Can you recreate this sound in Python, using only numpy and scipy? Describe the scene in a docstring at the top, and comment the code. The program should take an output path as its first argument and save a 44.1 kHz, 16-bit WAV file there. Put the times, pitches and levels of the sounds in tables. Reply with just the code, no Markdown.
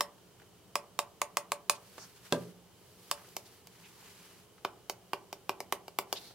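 """Rocker button, close up

A quiet room, a stereo microphone close to a plastic handheld controller. A thumb works a rocker button
with a small switch under each end: each snaps, chatters for two milliseconds and knocks the hollow
shell, which rings briefly. Between the two runs of clicks the controller takes one dull bump and the
thumb slides across to the other end."""
import sys
import numpy as np
from scipy import signal
from scipy.fft import rfft, irfft
from scipy.io import wavfile
from scipy.ndimage import uniform_filter1d

SR = 44100
rng = np.random.default_rng(int(sys.argv[2]) if len(sys.argv) > 2 else 0)


def dump_mix(stems):
    """Bounce the given channels to the path in sys.argv[1] as a 16-bit WAV at rate SR."""
    frames = np.atleast_2d(stems).T  # one column per channel
    limited = np.clip(frames, -1, 1)  # hard clip at full scale
    pcm = np.round(limited * 32767).astype(np.int16)
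    wavfile.write(sys.argv[1], SR, pcm)


N = 279770
TIME = np.arange(N) / SR
LEAD_S = .004  # run-in ahead of each click

# The strokes: "first" is a crisp, sharp snap; "press" is a duller click; "release" is a lighter one.
# Each row: start in seconds, stroke, level in dB, brightness in dB.
ROCKER_CLICKS = [(0.0076, "first", -29, 2.5), (0.7552, "first", -28.5, -1), (0.99, "first", -28, -1),
                 (1.2164, "first", -29, -.5), (1.37, "first", -29, 1.5), (1.519, "first", -29.5, -1),
                 (1.6966, "first", -28, 7.5), (3.1131, "first", -34, 7), (3.3663, "release", -44, 7.5),
                 (3.671, "release", -64, 12), (4.6486, "press", -30.5, -9), (4.8971, "release", -39.5, 4),
                 (5.1328, "press", -31, -5), (5.3279, "release", -43, -1.5), (5.4934, "press", -30, -2),
                 (5.604, "release", -41, -1.5), (5.7239, "press", -30, 7), (5.8808, "release", -46.5, -5),
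                 (5.9872, "press", -30.5, 11), (6.1269, "release", -36, 3.5)]
# Edges in Hz of a click's five bands: body, knock, clack, snap, fizz.
CLICK_BANDS_HZ = [250, 700, 1500, 4000, 9000, 16000]
BAND_CENTRES_HZ = np.sqrt(np.multiply(CLICK_BANDS_HZ[1:], CLICK_BANDS_HZ[:-1]))
# For each stroke, its colour: relative levels of those five bands in dB.
STROKE_COLOUR_DB = {"first": (-10, -.5, -5.5, -4.5, -8), "press": (-7.5, -.5, -5.5, -11, -11),
                    "release": (-2.5, 0, -4, -2, -4.5), "bump": (3, -1, 1, 0, -8)}
# For each stroke, the corner in Hz above which brightness lifts or lowers it.
BRIGHT_CORNER_HZ = {"first": 2050, "press": 7300, "release": 2680, "bump": 3000}
# For each stroke, the pitch of the shell's knock in Hz.
KNOCK_PITCH_HZ = {"first": 1087, "press": 999, "release": 830, "bump": 546}
# Resonances of switch and cap. Each row: centre in Hz, width in Hz, crisp and dull voice gains in dB.
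SWITCH_RESONANCES = [(1630, 860, -11, -2.5), (2350, 220, -22, 2), (2520, 420, 9, -8), (2930, 420, -30, 8),
                     (3640, 3250, 8.5, 2), (4700, 1200, -33, 1), (5360, 440, 4, -1), (7700, 2500, 5, -2.5),
                     (9830, 3800, 8.5, -12), (12060, 2100, 0, 8), (13800, 2100, -10, -3)]
# The hollow shell. Each row: pitch in Hz, t60 in seconds, crisp and dull voice gains in dB.
SHELL_MODES = [(398, 0.051, -60, -13.5), (473, 0.028, -6.5, -12), (586, 0.13, -12, -23),
               (680, 0.026, -3.5, -14), (884, 0.081, -16.5, -30), (979, 0.035, -12, -12),
               (1087, 0.022, -8, -9), (1258, 0.024, -11, -17), (1510, 0.018, -15, -23),
               (2355, 0.022, -32, -13.5), (2694, 0.014, -13.5, -42)]
# The bump and its rebounds. Each row: start in seconds, level in dB.
BUMP_BLOWS = [(2.324, -24.5), (2.3469, -30), (2.3546, -39.5)]
# Modes rung by the bump: the controller's own, plus the long, beating pair near 175 and 187 Hz, which belongs
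# to the room. Each row: pitch in Hz, gain in dB, t60 in seconds.
BUMP_MODES = [(126.7, -18.5, 0.46), (166, -12, 0.24), (174.8, -20, 0.69), (187, -21, 0.64),
              (256, -0.5, 0.055), (318, -7, 0.089), (374, -0.5, 0.094), (415, 1, 0.14), (499, 0, 0.087),
              (579, 3.5, 0.081), (982.4, -9.5, 0.27), (1186, -22, 0.25), (1600, -9, 0.083)]
# Fingers landing on the shell. Each row: start in seconds, relative level in dB, centre in Hz.
FINGER_TAPS = [(0.18, -55, 1070), (0.398, -48.5, 1190), (0.419, -46.5, 593), (1.98, -33.5, 675),
               (3.176, -47, 1145), (3.246, -47.5, 1060), (3.282, -48, 450), (4.027, -52, 694),
               (4.581, -52, 1140), (6.307, -45, 596)]
# Skin catching on plastic. Each row: start and length in seconds, centre and width in Hz, level in dB.
SKIN_SCUFFS = [(1.731, 0.051, 4170, 5000, -54), (1.961, 0.12, 5600, 2600, -52.5),
               (1.976, 0.11, 1150, 910, -59.5), (3.139, 0.12, 870, 1190, -59.5),
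               (3.284, 0.01, 5000, 9000, -55), (3.444, .04, 4500, 5000, -58.5),
               (3.825, 0.06, 2570, 1640, -57.5), (6.147, 0.05, 3680, 2250, -42),
               (6.145, 0.23, 4200, 1690, -56.5)]
# The thumb's travel. Each row: start and length in seconds, relative rub and hiss levels in dB.
THUMB_SLIDES = [(1.724, 0.46, -64.5, -60.5), (2.147, 0.38, -60.5, -60.5), (2.7, 0.5, -70, -63.5),
                (3.014, 0.61, -66.5, -61.5), (3.594, 0.87, -61.5, -61.5), (6.065, 0.27, -63.5, -58)]
# Spectra of the thumb's rub and hiss and of the room's air. Each row: frequency in Hz, density in dB.
RUB_SPECTRUM = [(400, -33), (900, 0.5), (1800, 0.5), (2800, 0), (4200, -4), (7000, -4), (16000, -14)]
HISS_SPECTRUM = [(1500, -21), (3000, -8), (4500, 1.5), (7000, -5.5), (11000, -1.5), (15500, -4)]
AIR_SPECTRUM = [(20, -24), (45, -13.5), (80, -7), (125, -0.5), (175, -18.5), (240, -9), (420, -14),
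                (620, -12), (1000, -14.5), (1800, -21.5), (4500, -21.5), (15000, -25.5)]
# Hum in the room tone. Each row: centre in Hz, width in Hz, level in dB.
HUM_BANDS = [(179, 38, -68.5), (300.4, 7.9, -81.5), (407, 144, -68), (3024, 390, -76)]
# The room's reverberation. Each row: frequency in Hz, level in dB, t60 in seconds.
ROOM_DECAY = [(150, -7.5, 0.55), (450, -6.5, 0.45), (890, -13.5, 0.38), (1800, -11.5, 0.23),
              (3960, -9.5, 0.125), (9000, -5.5, 0.115), (15100, -11.5, 0.115)]
# Noise at the two microphone ports. Each row: frequency in Hz, left-right correlation.
PORT_LIKENESS = [(25, 0.25), (60, 0.77), (150, 0.83), (1000, 0.75), (2500, 0.56), (5000, 0.21),
                 (8000, 0.073), (15000, 0.35)]
# Phase between the ports. Each row: frequency in Hz, left lead in radians (negative is later).
PORT_LEAD = [(100, -.05), (1500, -.22), (3000, -.3), (5000, -.9), (7750, -1.3), (11000, -1.75),
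             (16000, -2.5)]
# Balance of the ports. Each row: frequency in Hz, left over right in dB.
PORT_BALANCE = [(60, -0.28), (600, -1.5), (2000, -0.81), (5000, -0.21), (10000, -0.15), (14000, -1.0)]


def rocker():
    """Close to the microphone, the thumb clicks one end of the rocker button, then the other end."""
    out = np.zeros((2, N))
    for start, stroke, level_db, bright_db in ROCKER_CLICKS:
        add(out, start - LEAD_S, click(stroke, level_db, bright_db))
    return out


def click(stroke, level_db, bright_db, chatter_db=-1, size=8192):
    """One stroke: the switch chatters and knocks the shell, which rings on."""
    t = np.arange(size) / SR
    voice = int(stroke in ("press", "release"))  # 0 is the crisp voice, 1 the dull one
    chatter = switch_chatter(t, voice)
    sound = gain_of(chatter_db) * 2 * chatter / abs(chatter).max()
    sound = sound + shell_knock(t, KNOCK_PITCH_HZ[stroke], voice) + shell_ring(t, voice)
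    treble = 1 / (1 + (BRIGHT_CORNER_HZ[stroke] / BAND_CENTRES_HZ) ** 2)
    bands_db = level_db + np.array(STROKE_COLOUR_DB[stroke]) + bright_db * treble
    return tilted(np.roll(sound, round(LEAD_S * SR), 1), bands_db)


def switch_chatter(t, voice, length_s=.0022, fall_s=.001, sag_s=.005, buzz_s=.01, snap_s=.0007):
    """The spring snaps over and rattles until the button bottoms out; switch and cap colour it."""
    hz = np.fft.rfftfreq(len(t), 1 / SR)
    snap = gain_of(9.5) * np.exp(-2j * np.pi * hz * snap_s)  # one impulse at snap_s
    envelope = np.exp(-t / sag_s - np.maximum(t - length_s, 0) / fall_s)
    envelope += gain_of(-20) * np.exp(-t / buzz_s)
    rattle = noise(np.ones_like, size=len(t))
    rattle = unit_rms(rattle + rattle.mean(0))  # drawn halfway to the centre
    force = snap + rfft(rattle * envelope)
    colour = sum(gain_of(db[voice]) * resonance(hz, f, width) for f, width, *db in SWITCH_RESONANCES)
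    return irfft(force * colour, len(t))


def shell_knock(t, pitch_hz, voice, crest_s=.0018):
    """The shell is pushed and springs back: a few cycles around a crest, fewer in the dull voice."""
    spread_s = .0007 if voice else .001
    swell = np.exp(-((t - crest_s) / spread_s) ** 2 / 2)
    return swell * np.cos(2 * np.pi * pitch_hz * (t - crest_s))


def shell_ring(t, voice, delay_s=0.00113, rise_s=0.00039):
    """The shell's modes ring on; the grip shifts and damps them a little differently each time."""
    age = np.maximum(t - delay_s, 0)
    shift, damping = 1 + np.array([[.005], [.15]]) * rng.uniform(-1, 1, (2, len(SHELL_MODES)))
    modes = sum(gain_of(db[voice] - 60 * age * damping[k] / t60) * np.sin(2 * np.pi * f * shift[k] * age)
                for k, (f, t60, *db) in enumerate(SHELL_MODES))
    return modes * (1 - np.exp(-age / rise_s))


def tilted(sound, bands_db, span_s=.011):
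    """A click's weight and brightness: a smooth tilt draws each band toward its level over span_s."""
    size = sound.shape[1]
    hz, spectrum = np.fft.rfftfreq(size, 1 / SR), rfft(sound)
    for _ in range(2):
        power = (abs(spectrum) ** 2).mean(0) * 2 / (size * span_s * SR)
        own_db = 10 * np.log10(np.histogram(hz, CLICK_BANDS_HZ, weights=power)[0] + 1e-20)
        spectrum *= gain_of(curve(np.c_[BAND_CENTRES_HZ, bands_db - own_db], hz))
    return irfft(spectrum, size)


def bump(rise_s=0.00063):
    """The whole controller is knocked with a hard edge and rebounds, ringing low; the room answers with a slow,
    beating ring near 180 Hz."""
    out, t = np.zeros((2, N)), np.arange(SR) / SR
    add(out, BUMP_BLOWS[0][0] - LEAD_S, click("bump", level_db=-33, bright_db=0))
    modes = sum(gain_of(db - 60 * t / t60) * np.sin(2 * np.pi * f * t) for f, db, t60 in BUMP_MODES)
    for start, db in BUMP_BLOWS:
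        add(out, start, gain_of(db) * modes * (1 - np.exp(-t / rise_s)))
    return out


def fingers(tap_db=-6, tap_decay_s=0.0074, size=4096):
    """Handling noise: soft taps and short scuffs of skin on the shell."""
    out, t = np.zeros((2, N)), np.arange(size) / SR
    for start, db, f in FINGER_TAPS:
        tap = noise(lambda hz: resonance(hz, f, width_hz=0.74 * f), size)
        add(out, start, gain_of(db + tap_db) * np.exp(-t / tap_decay_s) * tap)
    for start, length, f, width, db in SKIN_SCUFFS:
        swell = np.hanning(round(length * SR))
        scuff = noise(lambda hz: resonance(hz, f, width) ** 2, len(swell))
        add(out, start, gain_of(db) * swell * scuff)
    return out


def thumb_slide(rub_lift_db=2, grain_db=1.0, drag_db=2.0, skew=1.51):
    """Skin rubs over smooth plastic, grainy and dragging, swelling and fading with the thumb's speed."""
    rub_level, hiss_level = np.zeros((2, N))
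    for start, length, rub_db, hiss_db in THUMB_SLIDES:
        progress = np.clip((TIME - start) / length, 0, 1)
        speed = abs(np.sin(np.pi * progress ** skew)) ** 0.5  # gathers slowly, stops sooner
        rub_level += speed * gain_of(rub_db)
        hiss_level += speed * gain_of(hiss_db)
    grain = unit_rms(uniform_filter1d(rng.standard_normal(N), size=300))
    drag = unit_rms(uniform_filter1d(rng.standard_normal(N), size=2000))
    rough_db = grain_db * grain + drag_db * drag
    rub = rub_level * noise(lambda hz: gain_of(curve(RUB_SPECTRUM, hz)))
    hiss = hiss_level * noise(lambda hz: gain_of(curve(HISS_SPECTRUM, hz)))
    return rub * gain_of(rub_lift_db + rough_db) + hiss * gain_of(rough_db / 2)


def room_reflections(sound, gap_s=.002, early_db=2, early_s=.012, size=22050):
    """Dense early reflections off near surfaces, then a short tail that dies faster in the treble."""
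    hz, t, frames = signal.stft(noise(np.ones_like, size), SR, nperseg=256)
    table = np.array(ROOM_DECAY)
    level_db = curve(table[:, :2], hz)[:, None]
    t60 = curve(table[:, ::2], hz)[:, None]
    unit_energy = np.sqrt(2 * np.log(1000) / (t60 * SR))
    decay = unit_energy * gain_of(level_db - 60 * t / t60)
    tail = signal.istft(frames * decay, SR, nperseg=256)[1][:, :size]
    age = np.arange(size) / SR
    onset = np.clip(age / gap_s - 1, 0, 1) * gain_of(early_db * np.exp(-age / early_s))
    return signal.fftconvolve(sound, tail * onset, axes=1)[:, :N]


def room_tone(air_db=-62):
    """The quiet room behind it all: a low rush of air, faint hiss and a few humming bands."""
    hum = sum(gain_of(db) * noise(lambda hz: resonance(hz, f, width) ** 2) for f, width, db in HUM_BANDS)
    air = noise(lambda hz: gain_of(curve(AIR_SPECTRUM, hz)))
    return hum + gain_of(air_db) * air


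def noise(shape, size=N):
    """Noise with the spectrum shape(Hz), partly alike at the two ports, rms 1."""
    hz = np.fft.rfftfreq(size, 1 / SR)
    left, other = rfft(rng.standard_normal((2, size)))
    likeness = np.clip(curve(PORT_LIKENESS, hz), 0, 1)
    right = likeness * left + np.sqrt(1 - likeness ** 2) * other
    return unit_rms(irfft(np.array([left, right]) * shape(hz), size))


def resonance(hz, centre_hz, width_hz):
    """Complex response of one resonance, gain 1 at its centre."""
    return 1j * hz * width_hz / (centre_hz ** 2 - hz ** 2 + 1j * hz * width_hz)


def curve(points, hz):
    """Reads rows of (Hz, value) on a log-frequency axis."""
    f, value = np.transpose(points)
    return np.interp(np.log(hz + 1), np.log(f + 1), value)


def gain_of(db):
    """Decibels to amplitude."""
    return 10 ** (np.asarray(db) / 20)


def unit_rms(x):
    """Scales to rms 1."""
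    return x / np.sqrt(np.mean(x ** 2) + 1e-20)


def add(mix, start_s, sound):
    """Mixes a sound in at start_s."""
    part = mix[:, max(round(start_s * SR), 0):][:, :sound.shape[-1]]
    part += sound[..., :part.shape[1]]


def scene(low_cut_hz=115):
    """The controller up close, the room behind; so small a shell radiates no deep bass."""
    near = rocker() + bump() + fingers()
    near = signal.sosfilt(signal.butter(4, low_cut_hz, "high", fs=SR, output="sos"), near)
    return near + room_reflections(near) + thumb_slide() + room_tone()


def record(dry, top_hz=15950):
    """Two closely spaced microphone ports, the left a little later and fainter; then the band limit."""
    hz = np.fft.rfftfreq(N, 1 / SR)
    half_balance = gain_of(curve(PORT_BALANCE, hz) / 2)
    left_phase = np.exp(1j * curve(PORT_LEAD, hz))
    left, right = rfft(dry)
    ports = irfft(np.array([left * half_balance * left_phase, right / half_balance]), N)
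    low_pass = signal.firwin(255, top_hz, window=("kaiser", 9), fs=SR)
    return signal.oaconvolve(ports, low_pass[None], "same")


dry = scene()
out = record(dry)
dump_mix(out)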